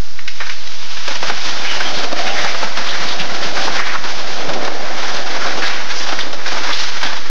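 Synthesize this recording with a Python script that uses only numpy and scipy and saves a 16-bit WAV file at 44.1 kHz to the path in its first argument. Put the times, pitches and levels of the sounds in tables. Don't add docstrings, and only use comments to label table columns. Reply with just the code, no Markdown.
import sys
import numpy as np
from scipy import signal
from scipy.fft import rfft, irfft
from scipy.io import wavfile
from scipy.ndimage import uniform_filter1d, minimum_filter1d

SR = 44100
rng = np.random.default_rng(int(sys.argv[2]) if len(sys.argv) > 2 else 0)


def file_out(sig):
    cols = np.atleast_2d(sig).T
    lim = np.clip(cols, -1, 1)
    pcm = np.round(lim * 32767).astype(np.int16)
    wavfile.write(sys.argv[1], SR, pcm)


N = 321914

# time in seconds, then rumble, rasp and grit in relative dB.
ROLL_LEVELS = [(0.36, -51, -40, -30.5), (0.62, -47.5, -40.5, -32.5), (1.03, -47.5, -33.5, -27.5),
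               (1.23, -35.5, -25.5, -22.5), (1.4, -34, -27.5, -22), (1.77, -32.5, -26, -24),
               (2.02, -25, -27, -25), (2.32, -28.5, -26.5, -24.5), (2.42, -28.5, -24.5, -20),
               (2.57, -31.5, -26, -24.5), (2.87, -33, -25.5, -25), (3.24, -28.5, -25.5, -26.5),
               (3.6, -26.5, -27.5, -22.5), (3.78, -27.5, -22.5, -22), (3.86, -33.5, -25.5, -26.5),
               (4.35, -31, -29.5, -26), (4.57, -22.5, -29, -30.5), (4.77, -28.5, -31.5, -32),
               (5.07, -30, -25, -25), (5.26, -30, -27.5, -28), (5.6, -26, -24.5, -24.5),
               (5.83, -34.5, -27, -29), (6.06, -32, -27.5, -23.5), (6.28, -31, -28.5, -31),
               (6.42, -33.5, -32.5, -33), (6.48, -34, -26, -25.5), (6.66, -30, -24.5, -25),
               (6.78, -35.5, -26, -21.5), (7.28, -38.5, -32.5, -32.5)]
# middle in seconds, level change in dB.
ROLL_DIPS = [(1.195, -5), (1.405, -6.5), (2.09, -2.5), (2.736, -3.5), (4.015, -4), (7.0, -4)]
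# time in seconds, level against the rumble curve in dB.
DECK_THROB = [(0.9, -17), (1.3, -5), (2.2, -17), (3.2, -10.5), (4.6, -15.5), (5.0, -18)]
# frequency in Hz, relative level in dB.
RUMBLE_SPECTRUM = [(50, -18.5), (100, -35), (150, -28.5), (220, -3), (340, 2), (430, 0.5), (550, 4),
                   (780, -0.5), (950, -5), (1300, -5), (2000, -68.5)]
RASP_SPECTRUM = [(500, -33), (800, -1.5), (1000, 0), (1150, -1.5), (1400, 2), (1800, 0.5), (2300, -2.5),
                 (2800, -18), (4000, -23)]
GRIT_SPECTRUM = [(1500, -41.5), (2200, -3.5), (2700, -1), (3500, 0), (4200, -1.5), (4900, -0.8),
                 (5800, -3.5), (7000, -11.5), (9000, -7)]
# frequency in Hz, width in Hz, relative level in dB.
WHEEL_MODES = [(566, 55, -7), (682, 42, -2.5), (737.6, 19.5, 1)]
# time in seconds, pitch ratio.
WHEEL_BEND = [(2.0, 1.06), (2.2, 0.99), (2.3, 1.1), (2.45, 1.06), (2.56, 0.95), (3.6, 1.06)]
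# start in seconds, boost of the wheels' ring in dB.
SLAB_JOINTS = [(2.124, 7), (2.19, 9.3), (2.259, 7.1), (2.435, 2.9), (3.643, 9.7)]
# start in seconds, then wooden clack, thump and crack
# in relative dB, and the seconds the rattle takes to fall 60 dB.
BLOWS = [(0.189, -23.5, -45, -65, 0.018), (0.2765, -21, -72, -28, 0.055), (0.403, -17, -30, -29, .11),
         (0.4641, -28, -35, -37, 0.067), (0.4939, -24, -48, -30, 0.1), (0.6722, -33, -68, -31.5, .02),
         (0.9674, -29, -38, -33, 0.089), (1.0769, -19.5, -21, -22.5, 0.076), (1.1071, -23, -29, -30, 0.13),
         (1.153, -27, -31, -26.5, 0.085), (1.2272, -19.5, -20.5, -23, 0.11),
         (1.2968, -15.5, -18, -24, 0.14), (1.4857, -24, -24, -29.5, 0.083), (1.648, -22, -51, -36, 0.12),
         (1.803, -21, -26, -28, 0.098), (2.126, -21, -13, -24.5, .035), (2.179, -23.5, -48, -27.5, 0.21),
         (2.2665, -17, -38, -25, 0.096), (2.444, -18, -17.5, -26, .09), (2.5449, -22, -22.5, -28, 0.043),
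         (2.626, -24, -22, -30, 0.12), (2.7713, -25, -21.5, -27.5, 0.099), (3.035, -31, -25, -28, 0.18),
         (3.568, -20, -27, -29, 0.12), (3.6758, -21.5, -19, -35, 0.13), (4.0381, -24.5, -25, -28, 0.11),
         (4.489, -23.5, -19.5, -28.5, 0.13), (4.532, -24, -38, -27, 0.089), (4.647, -27, -25, -27.5, 0.083),
         (4.675, -19, -18.5, -29, 0.068), (5.025, -31, -30, -29, 0.065), (5.141, -30, -26, -26.5, 0.2),
         (5.361, -29, -26, -47, 0.038), (5.4604, -33, -24, -29.5, 0.17), (5.5717, -41, -23.5, -30, 0.11),
         (5.62, -18, -30, -29, 0.21), (5.9006, -25.5, -41, -26.5, 0.11), (6.065, -26, -36, -36, 0.054),
         (6.087, -25, -27, -25, 0.06), (6.1222, -22, -19, -30, 0.08), (6.1878, -17, -41, -25, 0.039),
         (6.328, -31, -29, -28, 0.061), (6.4602, -20, -31, -27, .08), (6.477, -26, -30, -26, 0.087),
         (6.518, -25, -23.5, -29, 0.22), (6.567, -29, -26, -32, 0.14), (6.631, -29, -26, -28.5, 0.1),
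         (6.6891, -29, -22.5, -40, .09), (6.7025, -18, -33, -31, 0.09), (6.967, -25, -31.5, -33, 0.083),
         (7.0136, -22, -42, -29, .022), (7.0286, -15.5, -20.5, -21, .05), (7.046, -22, -19.5, -30, 0.048),
         (7.06, -24.5, -29, -34, 0.34), (7.128, -21, -26, -31, 0.045), (7.164, -26.5, -36, -29.5, .09)]
# frequency in Hz, relative level in dB, seconds to fall 60 dB.
DECK_MODES = [(276, -13, 0.03), (557, 0.5, 0.12), (786, 4, 0.019), (1150, -22, 0.036), (1470, -2.5, 0.044),
              (1740, -5.5, 0.034), (2260, -4.5, 0.016), (3930, -4.5, 0.027)]
# middle in seconds, half length in seconds, centre in Hz,
# level in dB, resonance width as a share of the centre.
SLIDES = [(1.464, 0.024, 4370, -29.5, 0.85), (1.69, 0.04, 2440, -24, 0.42),
          (1.742, 0.062, 2890, -25.5, .11), (1.858, 0.04, 3170, -29, 0.11), (1.973, 0.04, 3900, -24.5, .55),
          (2.29, 0.032, 2620, -24, 0.34), (2.392, 0.038, 1890, -21, 0.31), (2.464, 0.016, 1690, -20, 0.64),
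          (2.496, 0.04, 2170, -31, .25), (2.9, 0.04, 3500, -26, .4), (2.932, 0.043, 1740, -28.5, 0.27),
          (3.104, 0.035, 3500, -22, 0.61), (3.203, 0.019, 2500, -19.5, 1), (3.684, 0.022, 950, -22, 0.35),
          (3.8, 0.011, 1292, -17.5, 0.78), (3.802, 0.051, 1750, -27, 0.46), (3.906, 0.042, 1581, -25, 0.79),
          (3.959, 0.0099, 1180, -15.5, 0.63), (5.471, 0.028, 1173, -23, 0.52),
          (5.659, 0.033, 3400, -23, 0.69), (5.724, 0.08, 1990, -26, 1.1), (5.977, 0.045, 5100, -27, 0.44),
          (6.21, 0.022, 3390, -24.5, 0.51), (6.74, 0.021, 3500, -21, 0.61),
          (6.798, 0.041, 4100, -27.5, 0.42), (7.042, 0.008, 3280, -17, 0.47),
          (7.064, 0.0078, 3340, -19, 0.64)]
# start in seconds, relative level in dB.
DECK_FLEXES = [(1.964, -33), (2.263, -32), (2.391, -30.5), (2.645, -29), (3.05, -29), (3.2, -23),
               (4.48, -24), (5.576, -43), (6.181, -35), (7.041, -31.5)]
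# frequency in Hz, relative level in dB.
AIR_SPECTRUM = [(30, -23), (60, 10.5), (90, 0.5), (130, -6.5), (185, 2.5), (260, 0), (500, -2.5), (1500, 5),
                (3000, -2.5), (5000, 7), (8000, -6.5)]
# frequency in Hz, rms level in dB.
HUM_TONES = [(29.6, -59), (59.6, -54.5), (87, -53), (177.6, -55.5)]

PASS_S, PASS_DISTANCE_M, SPEED_M_PER_S = 2.34, 0.58, 7.1
BAIL_S, SPIN_DOWN_DB_PER_S = 5.72, 29


def rolling():
    rumble_db, rasp_db, grit_db = roll_levels()
    throb_db, = curves(DECK_THROB)
    load = drift(rate_hz=18)
    rumble = colour(grains(per_s=1300, spread_db=1), RUMBLE_SPECTRUM)
    rumble *= from_db(rumble_db - 0.98 + 0.43 * load)
    rasp = colour(grains(per_s=3600, spread_db=2), RASP_SPECTRUM) * from_db(rasp_db - 0.53 + 1.7 * load)
    grit = colour(grains(per_s=18000, spread_db=2), GRIT_SPECTRUM) * from_db(grit_db + 1.1 + 1.6 * load)
    throb = resonate(grains(per_s=120, spread_db=4.5), hz=172, width_hz=69)
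    throb = resonate(throb, hz=154, width_hz=430)
    return rumble + rasp + grit + from_db(rumble_db + throb_db) * unit_power(throb)


def roll_levels():
    t = seconds()
    start_db = 20 * np.log10(np.clip((t - 0.26) / 0.2, 0.3, 1))
    dips_db = sum(db * bell(t - middle_s, width_s=0.038) for middle_s, db in ROLL_DIPS)
    return [level_db + start_db + dips_db for level_db in curves(ROLL_LEVELS)]


def wheel_ring():
    t = seconds()
    bumps = grains(per_s=1500, spread_db=1) * from_db(2 * drift(rate_hz=86))
    ring = sum(from_db(db) * resonate(bumps, hz, width_hz) * (-1) ** k
               for k, (hz, width_hz, db) in enumerate(WHEEL_MODES))
    ring = butterworth(ring, [500, 950], "band")
    power = np.abs(uniform_filter1d(ring ** 2, int(0.072 * SR)))
    ring /= np.sqrt(power + 1e-9)
    pitch = curves(WHEEL_BEND)[0] + 0.0118 * drift(rate_hz=11.62)
    ring = np.interp(np.cumsum(pitch), np.arange(N), ring, right=0)
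    follow_db = np.minimum(roll_levels()[0], -29) - 5
    distance_m = np.hypot(PASS_DISTANCE_M, SPEED_M_PER_S * (t - PASS_S))
    near_db = 7 * PASS_DISTANCE_M / distance_m
    joints_db = sum(db * (t > start_s) * bell(t - start_s, width_s=0.031) for start_s, db in SLAB_JOINTS)
    spin_down_db = SPIN_DOWN_DB_PER_S * np.maximum(t - BAIL_S, 0)
    return from_db(follow_db + near_db + joints_db - spin_down_db) * unit_power(ring)


def clacks():
    attack_s, crush_s = 0.0014, 0.0055
    size = SR // 3
    t, out = np.arange(size) / SR, np.zeros(N + size)
    contact = from_db(14.5) * (t == 0)
    noises = rng.standard_normal((len(BLOWS), 3, size))
    spots = rng.standard_normal((len(BLOWS), len(DECK_MODES)))
    clatter = unit_power(from_db(1.36 * drift(rate_hz=110)))
    clatter = np.pad(clatter, (0, size))
    for (start_s, clack_db, thump_db, crack_db, t60_s), noise, spot in zip(BLOWS, noises, spots):
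        at = int(start_s * SR)
        envelope = np.minimum(t / attack_s, 1) * from_db(-60 * np.maximum(t - crush_s, 0) / t60_s)
        low, middle, high = noise * clatter[at:at + size] * envelope
        clack_hz = 1460 * 2 ** ((clack_db - thump_db) / 58)
        wood = butterworth(middle + contact, [0.65 * clack_hz, 1.28 * clack_hz], "band")
        blow = from_db(clack_db) * wood * np.sqrt(SR / 2 / clack_hz)
        blow += from_db(thump_db - 4.5) * colour(low, RUMBLE_SPECTRUM)
        blow += from_db(crack_db + 6.5) * colour(high, GRIT_SPECTRUM)
        ring = sum(from_db(db) * resonate(blow, hz * (1 + 0.07 * detune), np.log(1000) / np.pi / ring_s)
                   for (hz, db, ring_s), detune in zip(DECK_MODES, spot))
        out[at:at + size] += blow + from_db(4) * ring
    return out[:N]


def scuffs():
    out, t = np.zeros(N), seconds()
    slips = grains(per_s=12000, spread_db=2)
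    chatter = unit_power(from_db(2.5 * drift(rate_hz=50)))
    for middle_s, half_s, hz, db, width in SLIDES:
        span = slice(*np.searchsorted(t, [middle_s - 0.3, middle_s + 0.3]))
        band = resonate(slips[span], hz, width * hz)
        band = unit_power(resonate(band, hz, width * hz))
        out[span] += from_db(db) * band * chatter[span] * bell(t[span] - middle_s, half_s)
    return out


def thuds():
    flex_hz, attack_s, decay_s = 151, 0.003, 0.016
    out, t = np.zeros(N + SR), np.arange(SR // 4) / SR
    envelope = np.minimum(t / attack_s, 1) * np.exp(-t / decay_s)
    for (start_s, db), detune in zip(DECK_FLEXES, rng.standard_normal(len(DECK_FLEXES))):
        swing = np.sin(2 * np.pi * flex_hz * (1 + 0.12 * detune) * t)
        out[int(start_s * SR):][:len(t)] += from_db(db + 2) * swing * envelope
    return out[:N]


def plaza_echoes(x, t60_s, delay_s):
    t = np.arange(SR) / SR
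    scatter = rng.standard_normal(SR) * from_db(-60 * t / t60_s) * (t > delay_s)
    scatter = resonate(scatter, hz=1500, width_hz=9600)
    return signal.fftconvolve(x, scatter / np.linalg.norm(scatter))[:N]


def background():
    hum = sum(from_db(db) * np.sqrt(2) * np.sin(2 * np.pi * hz * seconds() + drift(rate_hz=0.86))
              for hz, db in HUM_TONES)
    return hum + from_db(-37) * colour(rng.standard_normal(N), AIR_SPECTRUM)


def limiter(x, ceiling_db, release_db_per_s):
    over_db = np.maximum(20 * np.log10(np.abs(x) + 1e-9) - ceiling_db, 0)
    creep_db = release_db_per_s * seconds()
    gain_db = creep_db - np.maximum.accumulate(over_db + creep_db, axis=-1)
    return x * from_db(uniform_filter1d(minimum_filter1d(gain_db, size=24), size=24))


def grains(per_s, spread_db):
    sizes = from_db(spread_db * np.minimum(rng.exponential(1, N), 4)) * rng.choice([-1, 1], N)
    return unit_power(sizes * (rng.random(N) < per_s / SR))


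def drift(rate_hz):
    step, settle = 20, 2000
    pole = np.exp(-2 * np.pi * rate_hz * step / SR)
    noise = rng.standard_normal(N // step + settle + 2)
    slow = signal.lfilter([1], [1, -2 * pole, pole * pole], noise)[settle:]
    return np.interp(np.arange(N) / step, np.arange(len(slow)), unit_power(slow))


def colour(x, spectrum):
    size = 4096
    hz, db = np.transpose(spectrum)
    bins_hz = np.arange(size // 2 + 1) * SR / size
    gain = from_db(np.interp(np.log(bins_hz + 1), np.log(hz), db))
    cepstrum = irfft(np.log(gain))
    cepstrum[1:size // 2] *= 2
    cepstrum[size // 2 + 1:] = 0
    response = irfft(np.exp(rfft(cepstrum)))
    return signal.fftconvolve(x, response / np.linalg.norm(response))[:len(x)]


def resonate(x, hz, width_hz):
    r = np.exp(-np.pi * width_hz / SR)
    feedback = [1, -2 * r * np.cos(2 * np.pi * hz / SR), r * r]
    return signal.lfilter(np.array([1, 0, -1]) * (1 - r * r) / 2, feedback, x)


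def butterworth(x, hz, kind, order=2):
    return signal.sosfilt(signal.butter(order, hz, kind, fs=SR, output="sos"), x)


def bell(t, width_s):
    return np.exp(-(t / width_s) ** 2)


def curves(rows):
    times_s, *columns = np.transpose(rows)
    return [np.interp(seconds(), times_s, column) for column in columns]


def from_db(db):
    return 10 ** (np.asarray(db) / 20)


def unit_power(x):
    return x / np.sqrt(np.mean(x ** 2) + 1e-20)


def seconds():
    return np.arange(N) / SR


def scene():
    contacts = clacks() + scuffs()
    boards = rolling() + wheel_ring() + thuds() + contacts
    echoes = from_db(-10) * plaza_echoes(contacts, t60_s=0.65, delay_s=0.009)
    return (boards + echoes + background())[None]


def record(dry):
    edge_hz, saturation, line_hz = 6580, 0.56, 15732
    narrow = butterworth(dry, edge_hz, "low", order=12)
    limited = limiter(narrow, ceiling_db=-6.5, release_db_per_s=83)
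    rounded = saturation * np.tanh(from_db(0.29) * limited / saturation)
    track = butterworth(rounded + from_db(-60) * rng.standard_normal(N), 11000, "low")
    track += from_db(-71) * np.sin(2 * np.pi * line_hz * seconds())
    top_cut = signal.ellip(12, 0.1, 80, 15800, fs=SR, output="sos")
    offset = 0.498
    return offset + signal.sosfilt(top_cut, track)


dry = scene()
out = record(dry)
file_out(out)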